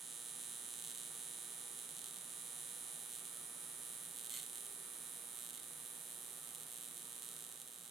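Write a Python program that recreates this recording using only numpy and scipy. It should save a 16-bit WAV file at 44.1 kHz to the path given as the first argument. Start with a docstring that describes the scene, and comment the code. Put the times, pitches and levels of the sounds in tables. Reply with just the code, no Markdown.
"""A workshop, where an AC TIG arc runs along a seam between two steel plates.
Twice a cycle the current reverses: the arc re-ignites with a sharp snap, then a soft tick, and the
inverter whines round each reversal. Filler dipped in the pool makes the snaps fat and uneven and
sometimes spits; snaps and pops set the plates ringing. Behind the arc, shielding gas hisses, the
supply hums, the welder's fan runs and other machinery sings faintly."""
import sys
import numpy as np
from scipy import signal
from scipy.fft import rfft, irfft, next_fast_len
from scipy.io import wavfile
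from scipy.ndimage import uniform_filter1d

SR = 44100
rng = np.random.default_rng(int(sys.argv[2]) if len(sys.argv) > 2 else 0)


def file_out(sig):
    """Save sig as 16-bit WAV at sys.argv[1]."""
    # one column per channel
    cols = np.atleast_2d(sig).T
    # limit, then scale
    lim = np.clip(cols, -1, 1)
    pcm = np.round(lim * 32767).astype(np.int16)
    wavfile.write(sys.argv[1], SR, pcm)


N = 348390
TIME = np.arange(N) / SR
AC_HZ, FIRST_SNAP_S, SOFT_DELAY_S = 118.929, .00785, .003165   # the soft reversal trails the snap
SIDES = np.array([[1], [-1]])   # adds on the left, subtracts on the right


def from_db(db):
    """Decibels to amplitude."""
    return 10 ** (np.asarray(db) / 20)


def unit_rms(x):
    """The signal scaled to rms 1."""
    return x / np.sqrt(np.mean(x ** 2) + 1e-20)


def at_times(rows, t):
    """Each column of an automation table, read at times t."""
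    times, *columns = np.transpose(rows)
    return [np.interp(t, times, column) for column in columns]


def at_hz(curve, hz):
    """A curve read along a log-frequency axis."""
    corners_hz, values = np.transpose(curve)
    return np.interp(np.log(np.maximum(hz, 1)), np.log(corners_hz), values)


def drift(spread, step_s, start_s=0, end_s=TIME[-1] + 1):
    """A random curve that glides to a new value every step."""
    steps = np.arange(start_s, end_s, step_s)
    return np.interp(TIME, steps, rng.normal(0, spread, len(steps)))


def pan(left_over_right_db):
    """Left and right gains with the given level gap."""
    return from_db(SIDES * left_over_right_db / 2)


def resonance(x, hz, width_hz):
    """Two-pole band-pass with gain 1 at its peak."""
    r = np.exp(-np.pi * width_hz / SR)
    poles = [1, -2 * r * np.cos(2 * np.pi * hz / SR), r * r]
    return signal.lfilter(np.array([1, 0, -1]) * (1 - r * r) / 2, poles, x + 1e-18)


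def noise(spectrum):
    """Noise of the given colour, rms 1."""
    size = next_fast_len(N)
    colour = from_db(at_hz(spectrum, np.arange(size // 2 + 1) * SR / size))
    return unit_rms(irfft(rfft(rng.standard_normal(size)) * colour, size)[:N])


def noise_band(hz, width_hz):
    """Noise ringing through one resonance, rms 1."""
    return unit_rms(resonance(rng.standard_normal(N), hz, width_hz))


# Colour of the fan's air rush: (frequency [Hz], level [dB])
RUSH_COLOUR = [(25, -25), (50, -7.5), (110, -13), (160, -6.5), (240, -4.5), (480, -2.5), (700, -3),
               (880, -5.5), (1150, -5), (1600, -7), (2400, -10.5), (3400, -20), (6000, -40)]
# Air resonances in the fan housing: (frequency [Hz], width [Hz], level [dB])
HOUSING_MODES = [(150.3, 8, -77.5), (169.8, 18.8, -75), (295, 14, -83), (384, 62, -77.5), (1160, 70, -77),
                 (1294, 25, -79.5)]
# Stereo image of the fan: (frequency [Hz], left-right likeness [0-1])
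FAN_LIKENESS = [(30, 1), (150, 0.98), (300, 0.8), (550, 0.74), (1100, 0.23), (2500, 0.029)]
def fan(rush_db=-67.5):
    """Air rushes through a resonant housing: centred in the bass, diffuse above."""
    size = next_fast_len(N)
    spectra = []
    for _ in range(2):
        rush = from_db(rush_db) * noise(RUSH_COLOUR)
        housing = sum(from_db(db) * noise_band(hz, width) for hz, width, db in HOUSING_MODES)
        spectra.append(rfft(rush + housing, size))
    mid, side = spectra
    alike = np.clip(at_hz(FAN_LIKENESS, np.linspace(0, SR / 2, len(mid))), 0, 1)
    spread = np.sqrt((1 - alike) / (1 + alike))
    return irfft(mid + spread * side * SIDES, size)[:, :N]


# Partials of the fan's blade tone: (harmonic [x blade rate], level [dB])
BLADE_PARTIALS = [(1, -78.5), (2, -78.5), (3, -82.5)]
def blades(blade_hz=245.2, wander_rad=0.473):
    """The passing blades drone; the fan's speed wanders slightly."""
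    phase = 2 * np.pi * blade_hz * TIME + drift(wander_rad, step_s=0.4064)
    return sum(np.sqrt(2) * from_db(db) * np.sin(order * phase) for order, db in BLADE_PARTIALS)


# Machines elsewhere in the shop: (frequency [Hz], level [dB])
MACHINE_TONES = [(402.6, -82.5), (805.2, -84), (1308, -83.5)]
def machinery(width_hz=2.2):
    """Other running machines lay faint, wavering tones into the bed."""
    return sum(from_db(db) * noise_band(hz, width_hz) for hz, db in MACHINE_TONES)


# Colour of the gas hiss: (frequency [Hz], level [dB])
GAS_COLOUR = [(1500, -10.5), (2600, -4), (3750, 2.5), (4500, -2), (5200, -4), (7200, 4), (10000, 2),
              (13000, 0), (16000, -9)]
def gas(level_db=-62.5, width=0.92):
    """Shielding gas leaves the cup in a wide, bright hiss."""
    return from_db(level_db) * (noise(GAS_COLOUR) + width * noise(GAS_COLOUR) * SIDES)


# Partials of the electrical hum: (harmonic [x AC rate], level [dB])
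HUM_PARTIALS = [(2, -79.5), (3, -81.5), (4, -80), (7, -81), (8, -79.5), (10, -77.5), (11, -82), (12, -81),
                (13, -82), (15, -78), (16, -77.5), (17, -82), (19, -80), (20, -78)]
def hum(follow=0.65):
    """The arc and its supply hum, partly riding the whine's level; each side has its own phase."""
    partials = 0
    for order, level_db in HUM_PARTIALS:
        phase = 2 * np.pi * (order * AC_HZ * TIME + rng.random())
        lead = rng.uniform(-0.75, 1) * min(order / 10, 1)   # long waves arrive in step
        partials += np.sqrt(2) * from_db(level_db) * np.sin(phase + lead * SIDES)
    whine_db = whine_level(TIME)
    return partials * from_db(follow * (whine_db - np.median(whine_db)))


# The filler rod dips into the pool about once a second:
# (deepest time [s], half-length [s], depth [0-1], snap swell [dB], unrest [0-1])
ROD_DIPS = [(0.868, 0.2, 0.37, 1.5, 0.46), (2.065, 0.21, 0.55, 0.5, 1), (3.197, 0.19, 0.3, 2, 0.5),
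            (4.295, 0.24, 0.54, 2, 0.8), (5.52, 0.124, 0.76, 2.5, 1), (6.698, 0.25, 0.36, 1.5, 0.9),
            (7.5, 0.35, 0.02, 0.5, 0.8)]
def dipping(t, lead_s=0.06, lag_s=0.17, sag_share=0.63):
    """Depth, swell in dB and unrest of the dips: snaps swell as the rod enters, sag as it leaves."""
    at, half_s, depth, swell_db, unrest = np.transpose(ROD_DIPS)
    bell, entering, leaving = [np.exp(-((t[:, None] - at - shift) / half_s) ** 2)
                               for shift in (0, -lead_s, lag_s)]
    return bell @ depth, (entering - sag_share * leaving) @ swell_db, bell @ unrest


# The arc between dips, as the torch travels along the seam:
# (time [s], snap level [dB], snap fatness [dB], whine level [dB])
SEAM_RIDE = [(0.0, -32.5, 6.5, -52), (0.4, -30, 4, -50), (1.6, -30, 2.5, -51), (2.7, -29.5, 1.5, -50.5),
             (3.7, -28.5, -2, -51), (5.0, -28.5, -2, -52), (6.1, -28.5, -2.5, -54), (7.25, -29.8, 0.8, -55),
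             (7.9, -34, 2, -63)]
def whine_level(t, dip_db=-6):
    """The whine's fader in dB: it fades along the seam and ducks while the rod is in the pool."""
    _, _, whine_db = at_times(SEAM_RIDE, t)
    depth, _, _ = dipping(t)
    return whine_db + dip_db * depth


def whine(gain_db=12.3, harmonic=84, turn_s=0.00026, flutter_db=0.7, slip_rad=0.14):
    """The inverter's switching ripple swells as the current ramps down and up, and flips with it."""
    swell = 0
    for delay_s, fall_s, rise_s in (0, 0.0009, 0.00074), (SOFT_DELAY_S, 0.00054, 0.00108):
        cycles = (TIME - FIRST_SNAP_S - delay_s) * AC_HZ
        since_s = ((cycles + .5) % 1 - .5) / AC_HZ   # negative ahead of the reversal
        ramp_s = np.where(since_s < 0, fall_s, rise_s)
        swell += np.tanh(since_s / turn_s) * np.exp(-(since_s / ramp_s) ** 2)
    # no two cycles are quite alike in level or phase
    flutter, slip = [drift(spread, 1 / AC_HZ, FIRST_SNAP_S, TIME[-1])
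                     for spread in (flutter_db, slip_rad)]
    ripple = np.cos(2 * np.pi * harmonic * AC_HZ * (TIME - FIRST_SNAP_S) + slip)
    return from_db(whine_level(TIME) + gain_db + flutter) * swell * ripple


# Where a fat click gains its bite: (frequency [Hz], boost [dB per dB of fatness])
FATNESS_EQ = [(1000, 0.38), (3000, 0.76), (7000, 1.068), (10000, 0.24), (12500, 0.043), (16000, 0.74)]
def clicks(times, level_db, spectrum, fat_db, size=256):
    """Pressure pulses with a hard attack, each with its own level and fatness."""
    hz = np.arange(size // 2 + 1) * SR / size
    colour = unit_rms(from_db(at_hz(spectrum, hz)))
    gains = colour * from_db(level_db[:, None] + fat_db[:, None] * at_hz(FATNESS_EQ, hz))
    # minimum phase packs the energy at the front of each pulse
    cepstrum = irfft(np.log(gains))[:, :size // 2]
    cepstrum[:, 0] /= 2
    start, fraction = np.divmod(times * SR, 1)
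    delay_phase = 2 * np.pi * hz / SR * fraction[:, None]
    pulses = irfft(np.exp(rfft(2 * cepstrum, size) - 1j * delay_phase))
    samples = start[:, None].astype(int) + np.arange(size)
    return np.bincount(samples.ravel(), pulses.ravel(), N)[:N]


# Colour of the soft tick: (frequency [Hz], level [dB])
TICK_COLOUR = [(300, -28), (1200, -25), (2300, -11.5), (3600, 7), (5100, 2.5), (6500, 11), (8500, 12),
               (11000, 5), (13000, -11), (16000, -7)]
def soft_ticks(gain_db=14.0, scatter_db=0.16, lead_s=.0001):
    """The reversal back to the hot electrode takes little voltage and only ticks."""
    times = np.arange(FIRST_SNAP_S + SOFT_DELAY_S - lead_s - 1 / AC_HZ, N / SR, 1 / AC_HZ)
    force_db = rng.normal(0, scatter_db, len(times))
    return -clicks(times, whine_level(times) + gain_db + force_db, TICK_COLOUR, force_db / 2)


# Colour of the snap: (frequency [Hz], level [dB])
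SNAP_COLOUR = [(300, -29.5), (1200, -22.5), (2300, -20), (3300, -9.5), (4350, -12.6), (5200, -17),
               (6100, -12), (7100, -7.5), (8300, -2), (9800, -0.6), (11300, -1.5), (13000, -7),
               (14500, -15), (16000, -14.5)]
# The hand-held torch bobs, and the snaps grow harder and softer: (time [s], level [dB])
TORCH_SWAY = [(0, -1.1), (0.42, -0.6), (0.58, -1), (0.8, 0.2), (1.0, 1.2), (1.12, 0.1), (1.5, 0),
              (1.72, -1.5), (1.97, 0.6), (2.3, -2), (2.55, 0), (2.92, -1.6), (3.06, -1.4), (3.14, 1.2),
              (3.3, -1.6), (3.78, 0.2), (4.08, -0.5), (4.3, 0.7), (4.8, -1.1), (5.05, -0.5), (5.3, 0),
              (5.45, -1), (6.1, 0), (6.35, -1.2), (7.4, 0.2)]
# The arc falters into weak snaps: (centre time [s], length [s], level against the usual snap [dB])
ARC_FALTERS = [(.832, .008, -7), (.937, .017, -4.5), (.966, .008, -5), (1.1, .034, -1.5), (1.87, .017, -5),
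               (1.933, .008, -5.5), (2.001, .008, -7), (2.198, .017, -4), (3.081, .017, -3),
               (3.228, .034, -3), (4.141, .034, -2), (4.284, .017, -7), (4.338, .008, -9),
               (4.452, .017, -2), (4.477, .017, -1), (4.511, .017, -1), (5.52, .017, -7), (5.587, .017, -7),
               (5.612, .017, -5), (6.516, .008, -3), (6.566, .008, -5), (6.592, .008, -4.5),
               (6.65, .008, -10), (6.676, .008, -3), (7.21, .017, -5.5), (7.642, .025, -4)]
# Accents from hard re-ignitions: (time [s], level against the usual snap [dB])
HARD_SNAPS = [(.823, 2), (.840, 2), (.849, 2), (.874, 3), (.908, 2.5), (.916, 1), (.958, 0.5), (.975, 2),
              (1.79, 4), (2.017, 2.3), (2.043, 5), (2.059, 2.6), (2.16, 2), (2.211, 2.5), (3.253, 3),
              (3.279, 2), (3.363, 2.5), (3.371, 4), (4.212, 2.3), (4.271, 2.5), (4.296, 4), (4.305, 4),
              (4.321, 2.5), (4.38, 0), (4.414, 2), (4.431, 4.5), (4.439, 2), (4.464, 4.5), (4.498, 4),
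              (4.532, 4), (4.557, 5), (4.574, 4), (4.582, 4.5), (4.607, 5), (4.658, 3), (4.666, 4),
              (5.507, 2.5), (5.532, 1.5), (5.549, 1.7), (5.574, 1.7), (5.599, 2.7), (5.633, 3.2),
              (5.734, 3), (5.860, 2.5), (6.550, 5), (6.626, 0), (6.768, 2), (6.970, 2.8), (6.978, 3),
              (7.222, 3.8), (7.29, 4), (7.365, 3), (7.441, 2.3), (7.617, 4.3)]
def snaps(gain_db=0.5, scatter_db=0.72, unrest_db=2.5, wander_db=0.7, ceiling_db=2.5,
          dip_fat_db=2, fat_per_db=0.5, fat_scatter_db=0.5, jitter_s=1.5e-6):
    """The arc re-ignites once a cycle, unevenly during dips; the harder the snap, the fatter."""
    times = np.arange(FIRST_SNAP_S, N / SR, 1 / AC_HZ)
    snap_db, fat_db, _ = at_times(SEAM_RIDE, times)
    depth, swell_db, unrest = dipping(times)
    scatter, fat_scatter, jitter, wander = rng.standard_normal((len(times), 4)).T
    force_db = (scatter_db + unrest_db * unrest) * scatter
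    force_db += wander_db * unit_rms(uniform_filter1d(wander, size=9))
    # the ignition voltage has a limit
    force_db = np.minimum(force_db, ceiling_db * np.tanh(force_db / ceiling_db))
    for at, length_s, falter_db in ARC_FALTERS:
        force_db[np.abs(times - at) < length_s / 2] = falter_db
    for at, accent_db in HARD_SNAPS:
        force_db[np.abs(times - at).argmin()] = accent_db
    force_db += at_times(TORCH_SWAY, times)[0]
    fat_db += dip_fat_db * depth + fat_per_db * force_db + fat_scatter_db * fat_scatter
    level_db = snap_db + gain_db + swell_db + force_db
    return clicks(times + jitter_s * jitter, level_db, SNAP_COLOUR, fat_db)


# EQ ride on the snaps' top treble: (time [s], gain [dB])
SHEEN_RIDE = [(0.4, -1), (3.7, -.5), (6.1, 1.5), (7.3, 2), (7.9, 2)]
def sheen(ignitions, hz=12000, width_hz=2200):
    """The top of the snaps brightens as the torch travels along the seam."""
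    boost = from_db(at_times(SHEEN_RIDE, TIME)[0]) - 1
    return ignitions + boost * resonance(ignitions, hz, width_hz)


# Ringing modes of the steel plates: (frequency [Hz], width [Hz], gain [dB])
PLATE_MODES = [(3092, 50, -5), (3449, 50, -1), (3806, 35, 8), (4180, 60, 2), (6400, 150, -3),
               (7017, 60, -1.6), (9520, 250, -7)]
def plates(blows, wander_db=0.6):
    """Snaps and pops ring the plates; each mode is struck harder or softer as the arc moves about."""
    return sum(from_db(db + drift(wander_db, step_s=0.324)) * resonance(blows, hz, width)
               for hz, width, db in PLATE_MODES)


# Colour of a pop: (frequency [Hz], level [dB])
POP_COLOUR = [(150, -34), (500, -16), (1200, -12.5), (1750, -14.5), (2070, -4.5), (2650, -12), (3000, -4),
              (3550, -2), (4400, -5), (4850, -14), (6300, -8), (7500, 0), (10000, -1), (12000, 0),
              (16000, -20)]
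# Bursts of sizzle from the pool: (start [s], length [s], rate [pops/s], level [dB])
SIZZLE_BURSTS = [(0.82, .16, 90, -45), (1.988, 0.087, 70, -45), (4.303, 0.098, 420, -33.5),
                 (4.331, 0.045, 1000, -34), (4.405, 0.052, 340, -43), (5.535, .09, 90, -45)]
# Lone pops off the pool: (time [s], level [dB])
SINGLE_POPS = [(4.4002, -35), (5.5441, -33), (5.5616, -34), (5.5779, -29), (5.5947, -36)]
def spits(scatter_db=3.2, earliest_s=0.000493, latest_s=.0046, fat_scatter_db=2.5):
    """Oxide pops off the pool, each pop its own colour; sizzle comes as the arc cleans after a snap."""
    times, levels = np.transpose(SINGLE_POPS)
    for start, length, per_s, level_db in SIZZLE_BURSTS:
        count = max(int(per_s * length), 1)
        cycle = np.round((np.linspace(start, start + length, count) - FIRST_SNAP_S) * AC_HZ)
        after_snap_s = rng.uniform(earliest_s, latest_s, count)
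        times = np.append(times, FIRST_SNAP_S + cycle / AC_HZ + after_snap_s)
        levels = np.append(levels, level_db + rng.normal(0, scatter_db, count))
    return clicks(times, levels, POP_COLOUR, rng.normal(0, fat_scatter_db, len(times)))


# Early reflections off near surfaces: (delay [s], left gain [x], right gain [x])
REFLECTIONS = [(.000159, 0.042, 0.095), (.000181, 0.00061, -0.33), (.000431, 0.12, -0.068),
               (.000635, -.13, 0.076), (.001746, -0.18, 0.095), (.005646, .1, -0.024),
               (.006553, -0.09, -0.102), (.007574, -0.2, -0.028)]
def workshop(x, tail_db=-8.5, t60_s=0.25, dull_hz=7000):
    """Near surfaces throw the sound back, and the room adds a short, duller, diffuse tail."""
    near = sum(np.pad(x, (round(delay * SR), 0))[:N] * np.array([[left], [right]])
               for delay, left, right in REFLECTIONS)
    t = np.arange(SR // 2) / SR
    lowpass = signal.butter(1, dull_hz, fs=SR, output="sos")
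    tail = signal.sosfilt(lowpass, rng.standard_normal((2, len(t))))
    tail = unit_rms(tail * from_db(-60 * t / t60_s)) / np.sqrt(len(t))
    return near + from_db(tail_db) * signal.fftconvolve(x[None], tail, axes=1)[:, :N]


# Fader for gas, fan and machinery, easing off as the arc dies down: (time [s], level [dB])
BED_RIDE = [(0, -2), (0.7, 0), (7.3, 0), (7.55, -1), (7.9, -3)]
def scene(hollow_depth=0.47):
    """The mix: arc, gas and hum sit to the right, with the fan all round."""
    blows = sheen(snaps()) + spits()
    arc = blows + plates(blows) + soft_ticks() + whine()
    arc -= hollow_depth * resonance(arc, hz=9930, width_hz=250)   # a notch hollows out the whine
    bed_gain = from_db(at_times(BED_RIDE, TIME)[0])
    torch = arc + workshop(arc) + bed_gain * gas()
    return torch * pan(-4.5) + hum() * pan(-7.0) + bed_gain * (fan() + blades() + machinery())


def record(dry, cutoff_hz=15900):
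    """A steep, linear-phase high cut trims the very top and keeps the snaps crisp."""
    lowpass = signal.firwin(401, cutoff_hz, fs=SR, window="blackman")
    return signal.fftconvolve(dry, lowpass[None], "same", axes=1)


dry = scene()
out = record(dry)
file_out(out)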